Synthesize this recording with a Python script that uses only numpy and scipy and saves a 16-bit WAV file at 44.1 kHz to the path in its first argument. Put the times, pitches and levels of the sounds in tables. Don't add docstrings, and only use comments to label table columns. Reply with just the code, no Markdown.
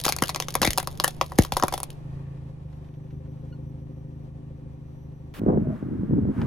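import sys
import numpy as np
from scipy import signal
from scipy.fft import rfft, irfft
from scipy.io import wavfile

SR = 44100
rng = np.random.default_rng(int(sys.argv[2]) if len(sys.argv) > 2 else 0)


def wav_record(signal):
    frames = np.transpose(np.atleast_2d(signal))
    bounded = np.clip(frames, -1, 1)
    quanta = np.round(bounded * 32767).astype(np.int16)
    wavfile.write(sys.argv[1], SR, quanta)


N = 284974
T = np.arange(N) / SR
SHELLS_END_S, STOP_S = 1.82, 3.6
# (time [s], snap level [dB], length [s],
# sizzle re snap [dB], shell pitch [Hz], ring level [dB], knock pitch [Hz], knock level [dB])
FRACTURES = [(0.0455, -21, 0.0036, -2.5, 2600, -23.5, 1076, -29.5),
             (0.0522, -13, 0.00079, -5, 2525, -30.5, 1084, -22.5),
             (0.0626, -17.5, 0.0024, -2.5, 1760, -20.5, 863, -15.5),
             (0.0811, -17, 0.001, -4.5, 1530, -32.5, 1147, -15.5),
             (0.0878, -19.5, 0.0027, 1, 1605, -28, 797, -19.5),
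             (0.0922, -21, 0.005, -3, 2740, -37, 736, -17), (0.1234, -18, 0.00033, -1, 2564, -22, 940, -31),
             (0.1642, -26, 0.00043, 4.5, 1558, -32, 980, -27.5),
             (0.185, -28.5, 0.002, -0.5, 2600, -27, 924.5, -33),
             (0.2212, -18.5, 0.0029, 3.5, 1987, -15, 930, -12.5),
             (0.236, -21, 0.002, 1, 1720, -18.5, 1180, -26.5),
             (0.293, -29, 0.00035, 5, 2540, -22, 1020, -20),
             (0.297, -22.5, 0.0007, -5.5, 2250, -28, 917, -23),
             (0.3464, -21.5, 0.00087, -10, 1537, -28, 1151, -23.5),
             (0.3599, -23, 0.00068, -1, 2500, -26, 960, -22.5),
             (0.4008, -17.5, 0.00069, -2.5, 1860, -28, 1000, -22.5),
             (0.423, -24, 0.001, -8, 2200, -29.5, 1020, -29),
             (0.484, -23, 0.00088, -4, 2244, -33, 1098, -26.5),
             (0.553, -16, 0.00092, 1.5, 2545, -22.5, 968, -11.5),
             (0.6161, -15.0, 0.0026, 0.5, 2023, -15, 763.2, -14.5),
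             (0.6233, -19.5, 0.0043, -5, 2880, -23.5, 918, -20),
             (0.6292, -15.5, 0.0043, -11, 2597, -23, 1006, -10.5),
             (0.6472, -21, 0.00092, 0.5, 2150, -16.5, 788.5, -21),
             (0.651, -17, 0.00069, -2, 2176, -15, 880, -20),
             (0.6619, -22, 0.00456, 0, 2485, -27.5, 837.2, -34),
             (0.6739, -18.5, 0.0012, -3, 2593, -15.5, 666.7, -24),
             (0.7047, -19.5, 0.0021, 3, 2190, -25, 1005, -41),
             (0.7759, -18, 0.00069, 2, 1700, -31, 917, -15.5),
             (0.7807, -16.5, 0.0023, 1.5, 2916, -28, 854, -12), (0.8, -30, 0.001, 7, 2065, -27.5, 950, -27),
             (0.8286, -38.5, 0.00075, 7.5, 2360, -35.5, 874, -28.5),
             (0.8733, -23, 0.00031, -2, 2088, -34, 1044, -19),
             (0.9995, -17.5, 0.0008, -3, 2928, -38.5, 995, -17.5),
             (1.0391, -24.5, 0.00082, 9.5, 1850, -26.5, 1067, -24.5),
             (1.0418, -14.5, 0.0027, 4, 1850, -10.5, 894, -16),
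             (1.0778, -19.5, 0.00185, 1.5, 2010, -34, 790.5, -19),
             (1.2122, -14, 0.00058, -11, 1960, -28.5, 1054, -8),
             (1.3194, -41, 0.0014, 1, 1816, -39, 930, -23.5),
             (1.3852, -15, 0.0026, 1.5, 2130, -14.5, 819, -13.5),
             (1.4206, -24, 0.0025, -2, 2170, -46, 788, -32),
             (1.4488, -28, 0.0014, -1, 2000, -40.5, 1020, -26),
             (1.521, -19, 0.0016, -5, 2530, -40, 865, -15), (1.5671, -19, 0.0032, 1, 1580, -30.5, 933, -9),
             (1.5982, -27.5, 0.00062, -5, 1560, -31, 1140, -25.5),
             (1.6248, -21.0, 0.001, -11.5, 1780, -22, 1020, -11),
             (1.6348, -21, 0.0018, -0.5, 1493, -20.5, 905, -5.5),
             (1.682, -22.5, 0.00048, -1, 2447, -27.5, 1060, -21),
             (1.723, -26.5, 0.0039, -2, 2150, -31, 900, -18.5),
             (1.7374, -22.5, 0.0036, -0.5, 2080, -27, 810, -14),
             (1.778, -30.5, 0.00046, 4, 2370, -39, 920, -25), (1.802, -34, 0.00068, 5, 2150, -45, 935, -27),
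             (1.8315, -30.5, 0.00082, 9.5, 2680, -40, 900, -27)]


def walnuts(snap_echo_db=-12.5, knock_echo_db=-16):
    snap = snaps()
    blows = knocks() + thuds()
    return snap + blows + underbody(amp(snap_echo_db) * snap + amp(knock_echo_db) * blows)


def snaps(grain_db=3, fibres_db=-19, fibres_s=0.0024, shell_t60=0.0065):
    # (frequency [Hz], relative level [dB])
    snap_spectrum = [(100, -23.5), (500, -6), (1500, -13), (2600, -4), (3600, -1), (5000, 0), (6500, -3),
                     (8500, -19.5), (16000, -32.5)]
    sizzle_spectrum = [(3000, -41), (7000, -12), (9500, 0), (12500, -6), (14500, -6.5), (16000, -14)]
    # (frequency [multiple of its pitch], level [dB])
    shell_modes = [(1.001, -0.5), (1.699, -6)]
    snap, shell = crumbs(), np.zeros((2, N))
    sizzle = snap.copy()
    breaks = noise_pair(shared=0.81) * unit(amp(grain_db * wander(5000)))
    t = T[:SR // 30]
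    for start, db, length, sizzle_db, hz, ring_db, _, _ in FRACTURES:
        progress = t / length
        attack = np.minimum(1.2 * progress, 1)
        fibres = amp(fibres_db) ** 2 * np.exp(-t / (fibres_s + length))
        envelope = attack * np.sqrt(np.exp(-progress ** 2) + fibres)
        burst = one_ms(breaks[:, round(start * SR):][:, :len(t)] * envelope)
        modes = sum(amp(level) * np.sin(2 * np.pi * hz * ratio * t) for ratio, level in shell_modes)
        ringing = convolve(burst, modes * amp(-60 * t / shell_t60))[:, :len(t)]
        add(snap, start, amp(db) * burst)
        add(sizzle, start, amp(db + sizzle_db) * burst)
        add(shell, start, amp(ring_db) * one_ms(ringing))
    lean_left = amp([[1.15], [-1.15]])
    return (colour(snap, snap_spectrum) + shell) * lean_left + colour(sizzle, sizzle_spectrum)


def knocks(sag=0.12, sag_s=0.0006, wedge_db=-5, wedge_rise_s=0.0023, detune=0.029):
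    # (frequency [Hz], level [dB], T60 [s])
    wedge_modes = [(370, -17.5, 0.039), (560, -14.5, 0.04), (784, -17, 0.039), (990, -18.5, 0.02),
                   (1123, -20.5, 0.016), (1893, -23.5, 0.018)]
    out, t = np.zeros(N), T[:SR // 10]
    tunings = 1 + detune * rng.standard_normal((len(FRACTURES), len(wedge_modes)))
    for (start, _, length, _, _, _, hz, db), tuning in zip(FRACTURES, tunings):
        turns = hz * (t - sag * sag_s * np.expm1(-t / sag_s))
        swell_s = 0.00079 + 0.078 * length
        hollow = one_ms(np.sin(2 * np.pi * turns) * t * np.exp(-t / swell_s))
        wedge = sum(np.sin(2 * np.pi * mode_hz * ratio * t) * amp(level - 60 * t / t60)
                    for (mode_hz, level, t60), ratio in zip(wedge_modes, tuning))
        wedge = one_ms(wedge * np.minimum(t / wedge_rise_s, 1))
        add(out, start + 0.25 * length, amp(db) * one_ms(hollow + amp(wedge_db) * wedge))
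    return ports(out, balance_db=2)


def thuds(start_hz=544):
    # (time [s], level [dB], decay time [s])
    drops = [(0.0649, -16.5, 0.0026), (0.224, -13, 0.007), (0.555, -23, 0.0021), (0.6191, -15.5, 0.0076),
             (0.654, -14.5, 0.0014), (.676, -15, 0.0179), (1.2154, -22.5, 0.002), (1.3898, -2, 0.012),
             (1.524, -27, 0.052), (1.637, -17, 0.0089)]
    pressure = kicks([(start, db, start_hz, decay) for start, db, decay in drops], glide_s=0.0025)
    return ports(pressure, lag_s=-0.000081, balance_db=2)


def crumbs(shed_db=-22, shed_fade_s=0.017, long_crack_s=0.0016, grind_db=-66, splinter_s=0.0011):
    # (time [s], level [dB])
    splinter_snaps = [(0.001, -26.5), (0.0135, -29.5), (0.038, -23.5), (0.257, -30.5), (0.273, -32.5),
                      (0.2817, -25), (0.5055, -30), (0.524, -40), (0.541, -26.5), (0.7324, -21),
                      (0.9131, -39.5), (0.9745, -38), (1.2623, -36), (1.381, -34.5), (1.435, -27),
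                      (1.537, -34), (1.838, -35.5), (1.9035, -32)]
    energy, splinters = np.zeros(N), np.zeros(N)
    for start, db, length, *_ in FRACTURES:
        energy[round((start + length) * SR)] = amp(db) ** 2 * length / long_crack_s
    for start, db in splinter_snaps:
        add(splinters, start, amp(db) * np.exp(-T[:SR // 50] / splinter_s))
        add(energy, start, amp([db]) ** 2)
    shed = np.sqrt(leak(energy, shed_fade_s / 2) + 1e-20)
    crunch = amp(shed_db) * shed * crackle(per_s=1300, spread_db=6, decay_s=0.00037)
    fine = crackle(per_s=4200, spread_db=6, decay_s=0.0008)
    coarse = crackle(per_s=29, spread_db=2.5, decay_s=0.00084)
    grinding = amp(grind_db) * (fine + coarse) * (1 - ramp(SHELLS_END_S, 0.082))
    return noise_pair(shared=0.97) * (crunch + splinters + grinding)


def underbody(x, t60=0.098, treble_t60=0.018, split_hz=3300):
    t = T[:SR // 4]
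    echoes = rng.standard_normal((2, len(t))) * np.minimum(t / 0.0015, 1)
    low = band(echoes, 250, split_hz) * amp(-60 * t / t60)
    treble = band(echoes, split_hz, 14000) * amp(2.5 - 60 * t / treble_t60)
    tail = low + treble
    return convolve(x, tail / np.linalg.norm(tail[0]))


def wind(gust_s=5.495, gust_fade_s=0.049, eddy_hz=502, eddy_db_per_octave=12, overload_db=-11):
    # (time [s], level [dB])
    strength = [(5.39, -34.5), (5.455, -35), (5.485, -20.5), (5.57, -18), (5.645, -27), (5.715, -26),
                (5.795, -41), (5.83, -30), (5.88, -28.5), (6.0, -23.5), (6.075, -30), (6.12, -18),
                (6.22, -20), (6.315, -20), (6.347, -43), (6.375, -26), (6.46, -21.5)]
    # (frequency [Hz], relative level [dB])
    buffet_spectrum = [(30, -16.5), (120, -2), (240, 0), (320, -8.5), (400, -14.5), (520, -23.5),
                       (700, -37), (1000, -41.5), (1500, -60), (3000, -96)]
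    # (time [s], level [dB])
    strikes = [(5.4164, -14), (5.435, -13.5), (5.463, -8), (5.481, -8.5), (5.489, -7.5), (5.501, -8.5),
               (5.535, -11.5), (5.574, -7.5), (5.672, -14.5), (5.704, -17), (5.826, -15.5), (6.033, -15),
               (6.109, -13.5), (6.135, -15), (6.253, -14.5), (6.287, -15.5)]
    force = amp(curve(strength))
    buffet = force * unit(colour(noise_pair(shared=0.84, lag_s=0.00054), buffet_spectrum))
    buffet *= unit(amp(3 * wander(90)))
    gust = force * np.exp(-abs(T - gust_s) / gust_fade_s)
    bite = gust * unit(band(noise_pair(shared=0.67, lag_s=0.0003), 260, 580))
    swings = [(start, db, eddy_hz * 2 ** ((db + 9) / eddy_db_per_octave), 0.0075)
              for start, db in strikes]
    eddies = ports(kicks(swings, glide_s=0.006), lag_s=0.0004)
    pressure = buffet + amp(-1) * (bite + eddies)
    saturated = amp(overload_db) * np.tanh(pressure / amp(overload_db))
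    return band(saturated, 20, 1200, order=3)


def engine(rest_hz=26.41, rev_db_per_hz=1.9, approach_db_per_s=0.5, settle_db_per_s=2.5):
    # (time [s], firing rate [Hz])
    speed = [(0.0, 25.19), (0.6, 26.29), (1.2, 25.09), (1.85, 23.09), (2.15, 27.79), (2.42, 26.71),
             (2.7, 24.65), (2.95, 25.45), (3.35, 26.14), (4.3, 26.12), (5.33, 25.77)]
    cylinders = [0.86, -0.65, -0.27, -0.34]
    # (frequency [Hz], bandwidth [Hz], level [dB])
    boom_modes = [(73.5, 30, -7.5), (142.15, 37.3, 0)]
    bark_modes = [(238.7, 19, 0.5), (288.5, 45, -0.5), (325, 48, -9.5), (383.73, 22, -4.5)]
    chuff_modes = [(368, 200, -5.5), (519, 38, 2.5)]
    rate = curve(speed)
    firing = np.floor(np.cumsum(rate) / SR + 0.72).astype(int)
    pulses = np.diff(firing, prepend=firing[0]) * amp(cylinders)[firing % len(cylinders)]

    def voice(modes, low_hz, high_hz, uneven_db, accent_db=0):
        drive = pulses * amp(accent_db + uneven_db * rng.standard_normal(N))
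        return unit(band(ring(drive, modes), low_hz, high_hz, order=4))

    boom = amp(-37) * voice(boom_modes, 41, 178, uneven_db=1.1)
    bark = amp(-52.5) * voice(bark_modes, 215, 480, uneven_db=2)
    chuff = amp(-60) * voice(chuff_modes, 280, 540, uneven_db=2, accent_db=-11 * (firing % 2))
    loss_db = np.maximum(approach_db_per_s * (STOP_S - T), settle_db_per_s * (T - STOP_S))
    gain = amp(rev_db_per_hz * (rate - rest_hz) - loss_db)
    passed = ramp(2.4, 0.79)
    exhaust = gain * (boom + (bark + chuff) * amp(5 * passed))
    return (1 - passed) * exhaust + passed * ports(exhaust, lag_s=-0.00038, balance_db=0.8)


def hiss(level_db=-42):
    spectrum = [(60, 11.5), (3000, -6), (6000, -18), (15000, -14.5)]  # (frequency [Hz], level [dB])
    return amp(level_db) * colour(noise_pair(shared=0.45), spectrum)


def hum(hz=73.4, level_db=-50):
    turns = np.cumsum(hz + wander(2.2)) / SR
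    return amp(level_db) * unit(np.sin(2 * np.pi * turns))


def car_rush(bay_db=-63.5, tyre_db=-56, fade_db_per_s=12, flutter_db=1):
    # (frequency [Hz], relative level [dB])
    spectrum = [(30, -9.5), (150, -20), (300, -21.5), (600, -28.5), (900, -29.5), (1350, -40.5),
                (3000, -47.5), (4200, -51), (6000, -57), (11500, -60), (14000, -75)]
    rush = colour(noise_pair(shared=0.24, lag_s=-0.0003), spectrum)
    rush /= np.std(band(rush[0], 700, 3000))
    tyre = amp(tyre_db - fade_db_per_s * np.maximum(T - SHELLS_END_S, 0))
    return rush * np.hypot(amp(bay_db), tyre) * amp(flutter_db * wander(40))


def distant_sounds(rush_db=-63, moan_s=5.69, moan_width_s=0.0613, tick_s=6.4165):
    # (frequency [Hz], relative level [dB])
    spectrum = [(350, -17.5), (650, -10.5), (1000, -12), (1500, -14.5), (2500, -28), (4500, -39.5),
                (10800, -42.5), (14000, -47.5)]
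    # (time [s], level [dB], half width [s])
    surges = [(5.76, -61, 0.054), (6.422, -52.5, 0.063)]
    rush = colour(noise_pair(shared=0.39, lag_s=0.00003), spectrum)
    rush /= np.std(band(rush.mean(0), 1500, 6000))
    swells = sum(amp(db) * np.exp(-((T - peak) / width) ** 2 / 2) for peak, db, width in surges)
    moan = unit(band(noise_pair(shared=0.8), 610, 660)) * np.exp(-((T - moan_s) / moan_width_s) ** 2)
    out = rush * np.hypot(amp(rush_db), swells) + amp(-43) * moan
    t = T[:SR // 20]
    tick = unit(band(rng.standard_normal(len(t)), 680, 2080)) * np.exp(-t / 0.0051)
    add(out, tick_s, amp(-33) * tick)
    return out


def squeak(start_s=3.522, rise_s=0.0081):
    # (frequency [Hz], level [dB], T60 [s])
    partials = [(1437, -53.5, 0.0775), (2890, -57, 0.046), (4300, -62, 0.1)]
    out, t = np.zeros(N), T[:SR // 6]
    for hz, db, t60 in partials:
        envelope = np.minimum(t / rise_s, 1) * amp(db - 60 * np.maximum(t - rise_s, 0) / t60)
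        add(out, start_s, envelope * np.sin(2 * np.pi * hz * t))
    return out


def wheel_arch(pass_s=2.21, width_s=0.18, scrub_db=-67, idle_db=-76):
    # (frequency [Hz], bandwidth [Hz], level [dB])
    modes = [(1131, 110, 1), (1825, 220, -3), (2430, 220, -7)]
    ringing = np.array([ring(port, modes) for port in noise_pair(shared=0.32)])
    scrub = amp(scrub_db) * np.exp(-((T - pass_s) / width_s) ** 2)
    return unit(ringing) * (amp(idle_db) + scrub)


def grit(tick_db=-78, crunch_decay_s=0.008):
    # (time [s], level [dB])
    grains = [(2.728, -60), (2.845, -61.5), (2.94, -63), (3.107, -59)]
    ticks = unit(band(noise_pair(shared=0.92), 1100, 2600))
    ticks *= crackle(per_s=59, spread_db=-1.5, decay_s=0.004)
    bursts = np.zeros(N)
    for start, db in grains:
        add(bursts, start, amp(db) * np.exp(-T[:SR // 30] / crunch_decay_s))
    crunches = bursts * unit(band(noise_pair(shared=0.97), 1300, 3600))
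    return amp(tick_db) * ticks * (1 - ramp(STOP_S - 0.2, 0.15)) + crunches


def whine(waver=0.0025, octave_db=-4.5, flicker_db=2.5):
    # (time [s], pitch [Hz], level [dB])
    course = [(2.35, 5930, -84.5), (2.68, 5770, -86), (2.9, 5899, -81), (4.1, 5860, -82), (4.6, 5900, -87),
              (4.85, 5898, -82)]
    turns = np.cumsum(curve(course) * (1 + waver * wander(170))) / SR
    tones = np.sin(2 * np.pi * turns) + amp(octave_db) * np.sin(4 * np.pi * turns)
    return unit(tones) * amp(curve(course, 2) + flicker_db * wander(26))


def kicks(rows, glide_s):
    out, t = np.zeros(N), T[:SR // 8]
    for start, db, hz, decay_s in rows:
        turns = hz * glide_s * np.log1p(t / glide_s)
        add(out, start, -amp(db) * np.sin(2 * np.pi * turns) * np.exp(-t / decay_s))
    return out


def ring(drive, modes):
    t = T[:SR // 4]
    taps = sum(amp(db) * width ** 2 * t * np.exp(-np.pi * width * t) * np.cos(2 * np.pi * hz * t)
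               for hz, width, db in modes)
    return convolve(drive, taps)[0]


def crackle(per_s, spread_db, decay_s):
    sizes = amp(spread_db * np.minimum(rng.exponential(1, N), 4))
    occurs = rng.random(N) < per_s / SR
    return unit(leak(sizes * occurs, decay_s))


def ports(x, lag_s=0, balance_db=0):
    delay = np.exp(-2j * np.pi * np.fft.rfftfreq(2 * N, 1 / SR) * lag_s)
    left = irfft(rfft(x, 2 * N) * delay)[:N]
    return np.array([left * amp(balance_db / 2), x * amp(-balance_db / 2)])


def noise_pair(shared, lag_s=0):
    common = ports(rng.standard_normal(N), lag_s)
    return np.sqrt(shared) * common + np.sqrt(1 - shared) * rng.standard_normal((2, N))


def wander(rate_hz):
    knots = np.arange(0, T[-1] + 1, 1 / rate_hz)
    return unit(np.interp(T, knots, rng.standard_normal(len(knots))))


def colour(x, spectrum, size=4096):
    db = at_frequency(spectrum, abs(np.fft.fftfreq(size, 1 / SR)))
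    log_gain = np.log(amp(np.maximum(db, -100)))
    taps = np.fft.ifft(np.exp(np.conj(signal.hilbert(log_gain)))).real[:size // 2]
    return convolve(x, taps / np.linalg.norm(taps))


def band(x, low_hz, high_hz, order=2):
    return signal.sosfilt(signal.butter(order, [low_hz, high_hz], "band", fs=SR, output="sos"), x)


def leak(x, decay_s):
    return signal.lfilter([1], [1, -np.exp(-1 / (decay_s * SR))], x)


def convolve(x, taps):
    return signal.oaconvolve(np.atleast_2d(x), np.atleast_2d(taps), axes=1)[:, :N]


def add(mix, start_s, sound):
    part = mix[..., round(start_s * SR):][..., :sound.shape[-1]]
    part += sound[..., :part.shape[-1]]


def curve(rows, column=1):
    rows = np.array(rows)
    return np.interp(T, rows[:, 0], rows[:, column])


def at_frequency(points, hz):
    known_hz, values = np.transpose(points)
    return np.interp(np.log(hz + 1), np.log(known_hz + 1), values)


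def ramp(start_s, length_s):
    return np.clip((T - start_s) / length_s, 0, 1)


def amp(db):
    return 10 ** (np.asarray(db) / 20)


def unit(x):
    return x / np.sqrt(np.mean(x ** 2) + 1e-20)


def one_ms(x):
    return unit(x) * np.sqrt(0.001 * SR / x.shape[-1])


def scene(car_end_s=5.34, hiss_end_s=5.397, wind_rise_s=0.022):
    car = walnuts() + wheel_arch() + grit() + engine() + hum() + whine() + squeak() + car_rush()
    windy = (wind() + distant_sounds()) * ramp(hiss_end_s - wind_rise_s, wind_rise_s)
    between = (T >= car_end_s) & (T < hiss_end_s)
    return car * (T < car_end_s) + hiss() * between + windy


def record(dry, ceiling=0.9, edge_hz=16300):
    # (frequency [Hz], phase lead of the left [rad])
    port_phase = [(1500, 0), (3000, 0.5), (5600, 1.04), (6800, 0), (7800, -2.5), (9500, -5), (12500, -6),
                  (16000, -2)]
    lead = at_frequency(port_phase, np.fft.rfftfreq(2 * N, 1 / SR))
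    left = irfft(rfft(dry[0], 2 * N) * np.exp(1j * lead))[:N]
    heard = np.array([left, dry[1]])
    rounded = heard / (1 + (heard / ceiling) ** 8) ** (1 / 8)
    low_pass = signal.firwin(511, edge_hz, window=("kaiser", 9), fs=SR)
    return signal.oaconvolve(rounded, low_pass[None], "same")


dry = scene()
out = record(dry)
wav_record(out)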